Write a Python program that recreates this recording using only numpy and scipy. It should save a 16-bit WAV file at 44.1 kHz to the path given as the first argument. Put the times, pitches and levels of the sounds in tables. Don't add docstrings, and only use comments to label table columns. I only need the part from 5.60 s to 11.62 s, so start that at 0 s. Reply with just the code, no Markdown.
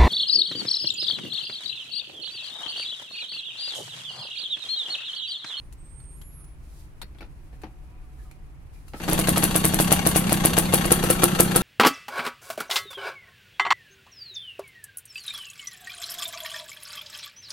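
import sys
import numpy as np
from scipy import signal
from scipy.fft import rfft, irfft, next_fast_len
from scipy.io import wavfile
from scipy.ndimage import uniform_filter1d

SR = 44100
rng = np.random.default_rng(int(sys.argv[2]) if len(sys.argv) > 2 else 0)


def store_pcm(level_fs):
    pcm = np.round(np.clip(level_fs, -1, 1) * 32767).astype(np.int16)
    wavfile.write(sys.argv[1], SR, np.atleast_2d(pcm).T)


N = 265482
TIME = np.arange(N) / SR

# frequency in Hz, relative level in dB.
YARD_SPECTRUM = [(20, -1), (62, 1.5), (90, -11.5), (145, -9.5), (200, -23), (320, -22), (480, -31),
                 (1000, -31.5), (1600, -36.5), (2500, -38), (4000, -51.5), (9000, -59)]
HISS_SPECTRUM = [(2500, -11.5), (4000, -5), (7000, -7), (10500, -3), (13000, -8.5), (16000, -16)]
CLATTER_SPECTRUM = [(250, 6.5), (450, 8.5), (1100, 0.5), (1800, -5.5), (3200, -4.5), (4400, -6),
                    (5300, -14.5), (7000, -9), (10500, -8.5), (13000, -7.5), (16000, -85)]
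SIZZLE_SPECTRUM = [(1500, -27.5), (5000, -22), (7200, -12), (9000, -5), (10200, 1.5), (11500, -4),
                   (13000, -7), (16000, -24.5)]
BLAST_SPECTRUM = [(120, -22), (300, -3), (700, -6), (1300, -9.5), (2200, -11), (4000, -13), (7000, -17),
                  (16000, -22)]
# peak time in seconds, swell in seconds, level in dB, pitch in Hz.
SCRAPES = [(.83, .1, -67, 1230), (2.39, 0.089, -69, 2440), (2.61, 0.025, -65, 1710),
           (3.16, 0.029, -62, 2370)]
# peak time in seconds, swell in seconds, level in dB.
RUBS = [(1.22, 0.13, -62), (1.87, 0.027, -83), (2.64, 0.081, -69), (3.15, 0.017, -67), (3.3, 0.024, -61),
        (3.385, 0.031, -50.5)]
# start and end in seconds, first and last pitch in Hz, level in dB.
SQUEAKS = [(-.06, 0.097, 9270, 9360, -64.5), (0.175, 0.467, 8440, 8570, -51.5),
           (0.41, 0.61, 8640, 8630, -54), (0.48, .85, 11190, 11380, -57.5), (0.52, 0.767, 7010, 7050, -70),
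           (0.576, 0.977, 10560, 10440, -56.5), (0.72, 0.88, 9410, 9260, -56.5),
           (2.248, 2.503, 935, 1064, -70), (2.426, 2.493, 1220, 1100, -67), (2.644, 2.686, 1300, 1170, -60)]
# time in seconds, level in dB,
# brightness in dB per octave, pitch of the struck part in Hz, left minus right in dB.
KNOCKS = [(0.125, -54, 6, 2760, 2), (0.401, -57, 3, 4360, 0), (0.6145, -49.5, 3.5, 3270, 5),
          (0.842, -64, 7.5, 1300, 1), (1.416, -35.5, 2.5, 3810, 2), (1.4225, -42.5, -1, 4200, 4),
          (1.548, -55, -3, 1490, 4), (1.585, -50, 0, 3430, 8), (1.607, -42.5, -2, 2260, 5),
          (1.617, -46.5, -3, 1380, -1), (1.627, -52, -3.5, 3520, 4), (1.928, -54.5, -5, 1690, 3),
          (2.017, -51, 3, 2480, 3), (2.035, -40, -4.5, 754, 2.5), (2.712, -49.5, 3, 2230, 1),
          (3.281, -49.5, 3, 2700, 4), (3.3352, -36.5, -4.5, 1240, 2.5), (3.401, -38, -4, 1500, 2.5),
          (3.4793, -29.5, -5.5, 1180, 2), (3.6723, -25.5, 4, 4100, 1), (3.76, -26, 3, 1250, 6),
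          (4.694, -21.5, 2, 4400, 2)]
# frequency in Hz, gain in dB, time to fall 60 dB in seconds.
FRAME_MODES = [(200, 7, 0.055), (308, 9, 0.077), (843, 3, 0.026), (1312, 3, 0.26), (1960, -7, 0.22),
               (2440, -1, 0.2), (4260, -3, .07)]
# frequency in Hz, width in Hz, gain in dB.
CASE_MODES = [(810, 116, 12.5), (1120, 37, 9), (1277, 93, 3.5), (1615, 106, 4), (1860, 16, 3.5),
              (2405, 27, -2), (2786, 37, 10.5), (3320, 82, 5), (3685, 13, 0.5), (4400, 45, 4.5),
              (5980, 43, 5.5)]
# frequency in Hz, width in Hz, gain in dB.
PIPE_MODES = [(78.7, 10.7, -3), (153.7, 26, 1), (183.6, 69, 5), (205.8, 9, 6), (317.7, 58, -4),
              (535, 24, -5)]
# frequency in Hz, width in Hz, cold gain in dB, hot gain in dB.
BARK_MODES = [(312, 85, 16.5, 18), (429, 25, 24, 23), (612, 190, 28, 25.5), (669, 35, 27, 27.5),
              (737, 37, 18, 22), (900, 70, 14, 22), (1096, 43, 11, 27)]
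# time in seconds, strength in dB.
FIRINGS = [(3.4922, -14.5), (3.526, -11.5), (3.5911, -7.5), (3.6856, -5), (3.7741, -5.5), (3.834, -5),
           (3.9556, -4), (4.0464, -2.5), (4.1379, -10.5), (4.2008, -2), (4.3189, 0), (4.4656, -1),
           (4.5602, -1.5), (4.7224, -5), (4.8515, -1), (4.9797, -0.5), (5.1382, 0), (5.2548, -14),
           (5.3185, 1.5), (5.4388, -10), (5.5031, -1.5), (5.6348, 2), (5.8008, 2), (5.9614, 0)]
# frequency in Hz, excess in dB.
LEFT_EXCESS = [(200, 0), (330, -1), (550, 1), (1000, 4), (2000, 7.5), (4000, 2), (9000, 3), (14000, 0)]
# frequency in Hz, phase in radians.
LEFT_LEAD = [(180, 0.35), (330, 0.82), (600, 1), (1600, 0.86)]

RUB_T60_S, KNOCK_T60_S, KNOCK_RISE_S, CLINK_Q = 0.24, 0.1, 0.0006, 22
TURN_S, SLAP_LEAD_S = 0.031, 0.011
HEAT_FROM_S, HEAT_FULL_S = 4.52, 5.45
COLD_TRIP_S, HOT_TRIP_S = 0.00622, 0.00562
COLD_SUCTION_S, HOT_SUCTION_S = 0.0019, 0.0016
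NOTE_COLD_HZ, NOTE_HOT_HZ = 323.6, 342
THUMP_DB, CRACK_DB, RETURN_DB, SIZZLE_DB = -18, -15.5, -5.5, -19.5
HOT_THUMP_DB, HOT_CRACK_DB, HOT_RETURN_DB = 0.5, 5.5, -3
THUMP_SHARE = 0.44


def undb(db):
    return 10 ** (np.asarray(db) / 20)


def unit(x):
    return x / np.sqrt(np.mean(x ** 2))


def pan(left_db):
    return undb(np.array([[left_db], [-left_db]]) / 2)


def white(split_hz):
    low, high = (signal.butter(2, split_hz, kind, fs=SR, output="sos") for kind in ("low", "high"))
    shared = signal.sosfilt(low, rng.standard_normal(N))
    return shared + signal.sosfilt(high, rng.standard_normal((2, N)))


def colour(x, points):
    hz, db = np.transpose(points)
    f = np.arange(N // 2 + 1) * SR / N + 1e-3
    ends = np.minimum(f / hz[0], 1) ** 3 * np.minimum(hz[-1] / f, 1) ** 3
    return unit(irfft(rfft(x) * ends * undb(np.interp(np.log(f), np.log(hz), db)), N))


def band(x, low_hz, high_hz):
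    return signal.sosfilt(signal.butter(2, [low_hz, high_hz], "band", fs=SR, output="sos"), x)


def ring(x, modes):
    return sum(undb(db) * signal.lfilter(*signal.iirpeak(hz, hz / width, SR), x + 1e-18)
               for hz, width, db in modes)


def walk(rate):
    hold = int(SR / rate)
    steps = np.repeat(rng.standard_normal(N // hold + 1), hold)
    return 1.3 * uniform_filter1d(uniform_filter1d(steps, hold), hold)[:N]


def bursts(times, db, rise, t60):
    out = np.zeros(N)
    for s, gain in zip(times, undb(db) * np.ones(len(times))):
        part = slice(max(int((s - 3 * rise) * SR), 0), int((s + t60) * SR))
        t = TIME[part] - s
        out[part] += gain * np.exp(np.where(t < 0, -(t / rise) ** 2, -np.log(1000) * t / t60))
    return out


def clicks(per_s, spread_db=2.5):
    struck = rng.random(N) < per_s / SR
    size = rng.choice([-1, 1], N) * undb(spread_db * np.clip(rng.standard_normal(N), -2, 2))
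    return struck * size * (1 + rng.standard_normal((2, N)))


def yard():
    air = colour(white(470), YARD_SPECTRUM) * undb(-43.5 + 0.074 * walk(7.2))
    breeze = colour(white(2.9), [(20, 0.5), (60, -7.5), (150, -21)]) * undb(-48 + 0.3 * walk(8.3))
    whine_hz = 743 + 3 * walk(3.4)
    whine = np.sin(2 * np.pi * np.cumsum(whine_hz) / SR) * undb(-67 + 1.6 * walk(8.6))
    return air + breeze + np.interp(TIME, [1.6, 2.2, 3.4], [0, 1, .3]) * whine


def scrapes():
    grit = white(1400) * undb(3 * walk(120))
    return sum(bursts([s], db, rise=swell, t60=RUB_T60_S) * unit(ring(grit, [(hz, hz / CLINK_Q, 0)]))
               for s, swell, db, hz in SCRAPES)


def handling_hiss():
    rubs = sum(bursts([s], db, rise=swell, t60=RUB_T60_S) for s, swell, db in RUBS)
    return (undb(-70) + rubs) * undb(1.3 * walk(55.2)) * colour(white(1400), HISS_SPECTRUM)


def squeaks():
    out = np.zeros((2, N))
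    for start, end, first_hz, last_hz, db in SQUEAKS:
        progress = np.clip((TIME - start) / (end - start), 0, 1)
        hz = first_hz + (last_hz - first_hz) * progress + 6 * walk(99)
        flutter = (1 + .4 * np.array([walk(45), walk(45)])) * undb(2.4 * walk(14))
        swell = undb(db) * np.sin(np.pi * progress) ** 0.69
        out += swell * flutter * np.sin(2 * np.pi * np.cumsum(hz) / SR)
    return out * pan(-6.5)


def knocks():
    out = np.zeros((2, N))
    noise = white(1200) * undb(1.5 * walk(400))
    edges_hz = [(160, 970), (850, 2480), (3200, 4350), (6000, 12500)]
    bands = [unit(band(noise, *pair)) for pair in edges_hz]
    octaves = np.log2(edges_hz).mean(axis=1)
    for s, db, brightness, hz, left_db in KNOCKS:
        tilt = undb(brightness * (octaves - octaves[1]))
        t60 = KNOCK_T60_S * 2 ** (-brightness / 9)
        low, middle, bright, high = (x * gain for x, gain in zip(bands, tilt))
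        clink = undb(-5.5) * unit(ring(noise, [(hz, hz / CLINK_Q, 0)]))
        body = undb(-7.5) * low + undb(-5.5) * middle + clink
        body *= bursts([s + KNOCK_RISE_S], db, rise=KNOCK_RISE_S, t60=t60)
        snap = band(bursts([s + KNOCK_RISE_S], db + 10, rise=.00005, t60=.0012), 900, 7000)
        treble = undb(-11.5) * bright + undb(-9) * high
        treble *= bursts([s + .0014], db, rise=.00091, t60=.057)
        out += pan(left_db) * (body + snap + treble)
    frame = [(hz, np.log(1000) / np.pi / t60, db) for hz, db, t60 in FRAME_MODES]
    return out + undb(0.5) * ring(out, frame)


def heat(s):
    return np.interp(s, [HEAT_FROM_S, HEAT_FULL_S], [0, 1])


def running():
    return np.interp(TIME, [3.38, 3.52], [0, 1])


def firings():
    s, strength_db = np.transpose(FIRINGS)
    return s, strength_db, THUMP_DB + THUMP_SHARE * strength_db + HOT_THUMP_DB * heat(s)


def starter_turns(start_s=3.414, turn_s=0.018, first_db=-15, step_db=4.5):
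    turn = np.arange(3)
    return start_s + turn_s * turn, first_db + step_db * turn


def unfired_turns(slowing=0.0727):
    fired, _, _ = firings()
    coasted = []
    for start, end in zip(fired, np.append(fired[1:], fired[-1] + 5 * TURN_S)):
        lengths = (1 + slowing) ** np.arange(round((end - start) / TURN_S))
        coasted += list(start + (end - start) * np.cumsum(lengths)[:-1] / lengths.sum())
    cranked, cranked_db = starter_turns()
    return np.append(cranked, coasted), np.append(cranked_db, np.zeros(len(coasted)))


def metalwork(x, t60, wet_db):
    t = TIME[:SR // 5]
    answer = rng.standard_normal((2, len(t))) * np.exp(-np.log(1000) * t / t60)
    answer /= np.sqrt(np.sum(answer ** 2, axis=1, keepdims=True))
    rung = signal.fftconvolve(band(x, 600, 19000), answer, axes=1)[:, :N]
    return (x + undb(wet_db) * rung) / np.hypot(1, undb(wet_db))


def fin_pings(times, db, per_slap=4, fins=24, t60=.08):
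    out = np.zeros((2, N + SR))
    t = TIME[:SR // 10]
    decay = np.exp(-np.log(1000) * t / t60)
    fins_hz = np.geomspace(1300, 4350, fins) * (1 + .015 * rng.standard_normal(fins))
    for s, gain in zip(times, undb(db)):
        delay, side = rng.random((2, per_slap))
        struck_hz = rng.choice(fins_hz, per_slap)
        for hz, start, left_db in zip(struck_hz, s + .008 * delay - .003, 16 * side - 8):
            first = int(start * SR)
            out[:, first:first + len(t)] += gain * pan(left_db) * np.sin(2 * np.pi * hz * t) * decay
    return unit(out[:, :N])


def piston_clatter(turns, turn_db):
    fired, _, thump_db = firings()
    slap_db = turn_db + 1.4 * rng.standard_normal(len(turns))
    slaps = bursts(turns - SLAP_LEAD_S, slap_db, rise=.005, t60=.09)
    slaps += bursts(fired - .009, thump_db + 25, rise=.0049, t60=.063)
    contacts = slaps * clicks(per_s=800)
    cases = unit(sum(ring(undb(3 * walk(40)) * contacts, [mode]) for mode in CASE_MODES))
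    rattle = metalwork(band(colour(contacts, CLATTER_SPECTRUM), 800, 19000), t60=.06, wet_db=8)
    whirr = running() * colour(white(1180), CLATTER_SPECTRUM)
    pings = fin_pings(turns - SLAP_LEAD_S, turn_db)
    return undb(-37.5) * cases + undb(-33.5) * rattle + undb(-34) * whirr + undb(-46) * pings


def exhaust_drone(turns, turn_db):
    fired, _, _ = firings()
    s = np.append(turns, fired)
    db = np.append(turn_db, np.full(len(fired), -3.))
    puff_jitter, puff_db, breath_jitter, breath_db = rng.standard_normal((len(s), 4)).T
    puffs = bursts(s + .0005 + .0002 * puff_jitter, db + puff_db, rise=.001, t60=.005)
    breaths = bursts(s + .0145 + .0004 * breath_jitter, db - 3 + breath_db, rise=.001, t60=.005)
    gas = (puffs - breaths) * (1 + .3 * unit(band(rng.standard_normal(N), 7, 1050)))
    drone = sum(ring(ring(gas, [(hz, width, gain_db)]), [(hz, width, 0)])
                for hz, width, gain_db in PIPE_MODES)
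    hum = heat(TIME) * unit(ring(gas, [(NOTE_HOT_HZ + 8, 12, 0)]))
    rumble = colour(white(130), [(22, -8), (32, -11), (50, -26), (78, -7.5), (100, -24), (300, -24)])
    return undb(-30) * unit(drone) + undb(-44) * hum + undb(-33.5) * running() * rumble


def sizzle(s, strength_db):
    shake_db = SIZZLE_DB + strength_db - 2 * heat(s) + rng.standard_normal(len(s))
    shaking = bursts(s, shake_db, rise=.006, t60=.175)
    fits = undb(1.6 * walk(170))
    chatter = colour(clicks(per_s=3000), SIZZLE_SPECTRUM)
    return metalwork(shaking * fits * chatter, t60=.05, wet_db=-1)


def pipe_note(s, thump_db):
    last_pop = s[np.maximum(np.searchsorted(s, TIME) - 1, 0)]
    hz = NOTE_COLD_HZ + (NOTE_HOT_HZ - NOTE_COLD_HZ) * heat(last_pop)
    phase = 2 * np.pi * hz * (TIME - last_pop)
    note = bursts(s + .015, thump_db - 3.5 - 2.5 * heat(s), rise=.0047, t60=.094)
    fifth = bursts(s + .0013, thump_db - 13.5 + 13.5 * heat(s), rise=.0069, t60=.063)
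    return note * np.cos(phase) + fifth * np.cos(1.5 * phase)


def silencer_bark(s, thump_db, crack_db):
    kick = bursts(s, thump_db - 8.5 + 0.14 * crack_db, rise=.00039, t60=.0028)
    hot = heat(TIME)
    return sum(ring(kick * undb(cold_db + (hot_db - cold_db) * hot + 2 * walk(10)), [(hz, width, 0)])
               for hz, width, cold_db, hot_db in BARK_MODES)


def cracks(s, trip, strength_db, crack_db):
    front = bursts(s, crack_db, rise=.0007, t60=.007)
    rebound = bursts(s + .0018, crack_db - 3, rise=.0004, t60=.013)
    return_db = RETURN_DB + strength_db + HOT_RETURN_DB * heat(s) + 1.5 * rng.standard_normal(len(s))
    returning = bursts(s + trip + .0003, return_db, rise=.0006, t60=.013)
    return (front + rebound + returning) * undb(2.8 * walk(1500)) * colour(white(3000), SIZZLE_SPECTRUM)


def shocks(s, trip, thump_db, loss_db=3):
    snaps = sum(bursts(s + k * trip + .0005, thump_db + 9.5 - loss_db * k, rise=.00004, t60=.0011)
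                for k in range(3))
    return -band(snaps, 980, 7800)


def pipe_thump(s, trip, thump_db):
    spike = bursts(s, thump_db + 11.5, rise=.0007, t60=.0037)
    echoes = bursts(s + trip, thump_db + 1, rise=.0005, t60=.0014)
    echoes += bursts(s + 2 * trip - .0003, thump_db - 1, rise=.0008, t60=.0012)
    lag = COLD_SUCTION_S + (HOT_SUCTION_S - COLD_SUCTION_S) * heat(s)
    suction = bursts(s + lag, thump_db - 2, rise=.00071, t60=.0052)
    suction += sum(bursts(s + k * trip + lag, thump_db - 0.5, rise=.00061, t60=.0018) for k in (1, 2))
    wave = spike - suction + echoes
    open_end = signal.butter(1, 110, "high", fs=SR, output="sos")
    return undb(-3.5) * signal.sosfilt(open_end, wave) + ring(wave, [(142.5, 8.6, 3)])


def exhaust_pops():
    s, strength_db, thump_db = firings()
    trip = COLD_TRIP_S + (HOT_TRIP_S - COLD_TRIP_S) * heat(s)
    crack_db = CRACK_DB + strength_db + HOT_CRACK_DB * heat(s)
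    pipe = pipe_thump(s, trip, thump_db) + shocks(s, trip, thump_db)
    silencer = silencer_bark(s, thump_db, crack_db) + pipe_note(s, thump_db)
    metal = cracks(s, trip, strength_db, crack_db) + sizzle(s + 2 * trip, strength_db)
    blast = bursts(s, thump_db - 3.5, rise=.002, t60=.11) * colour(white(960), BLAST_SPECTRUM)
    return pipe + silencer + metal + blast


def from_the_left(x):
    size = next_fast_len(N + SR)
    log_hz = np.log(np.arange(size // 2 + 1) * SR / size + 1)
    excess_db, lead = (np.interp(log_hz, np.log(hz), value)
                       for hz, value in (np.transpose(LEFT_EXCESS), np.transpose(LEFT_LEAD)))
    left = undb(excess_db / 2) * np.exp(1j * lead / 2)
    return irfft(rfft(x, size) * np.array([left, 1 / left]), size)[:, :N]


def scene():
    turns, turn_db = unfired_turns()
    engine = exhaust_pops() + exhaust_drone(turns, turn_db) + piston_clatter(turns, turn_db)
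    moved_back = np.interp(TIME, [5.1, 5.6], [0, 1])
    engine += moved_back * ring(engine, [(352.7, 11, 2.6), (1334, 56, 7)])
    return from_the_left(engine) + knocks() + squeaks() + handling_hiss() + scrapes() + yard()


def record(dry, top_hz=15900):
    rounded = dry / (1 + dry ** 4) ** .25
    return signal.sosfilt(signal.ellip(10, .2, 95, top_hz, fs=SR, output="sos"), rounded)


dry = scene()
out = record(dry)
store_pcm(out)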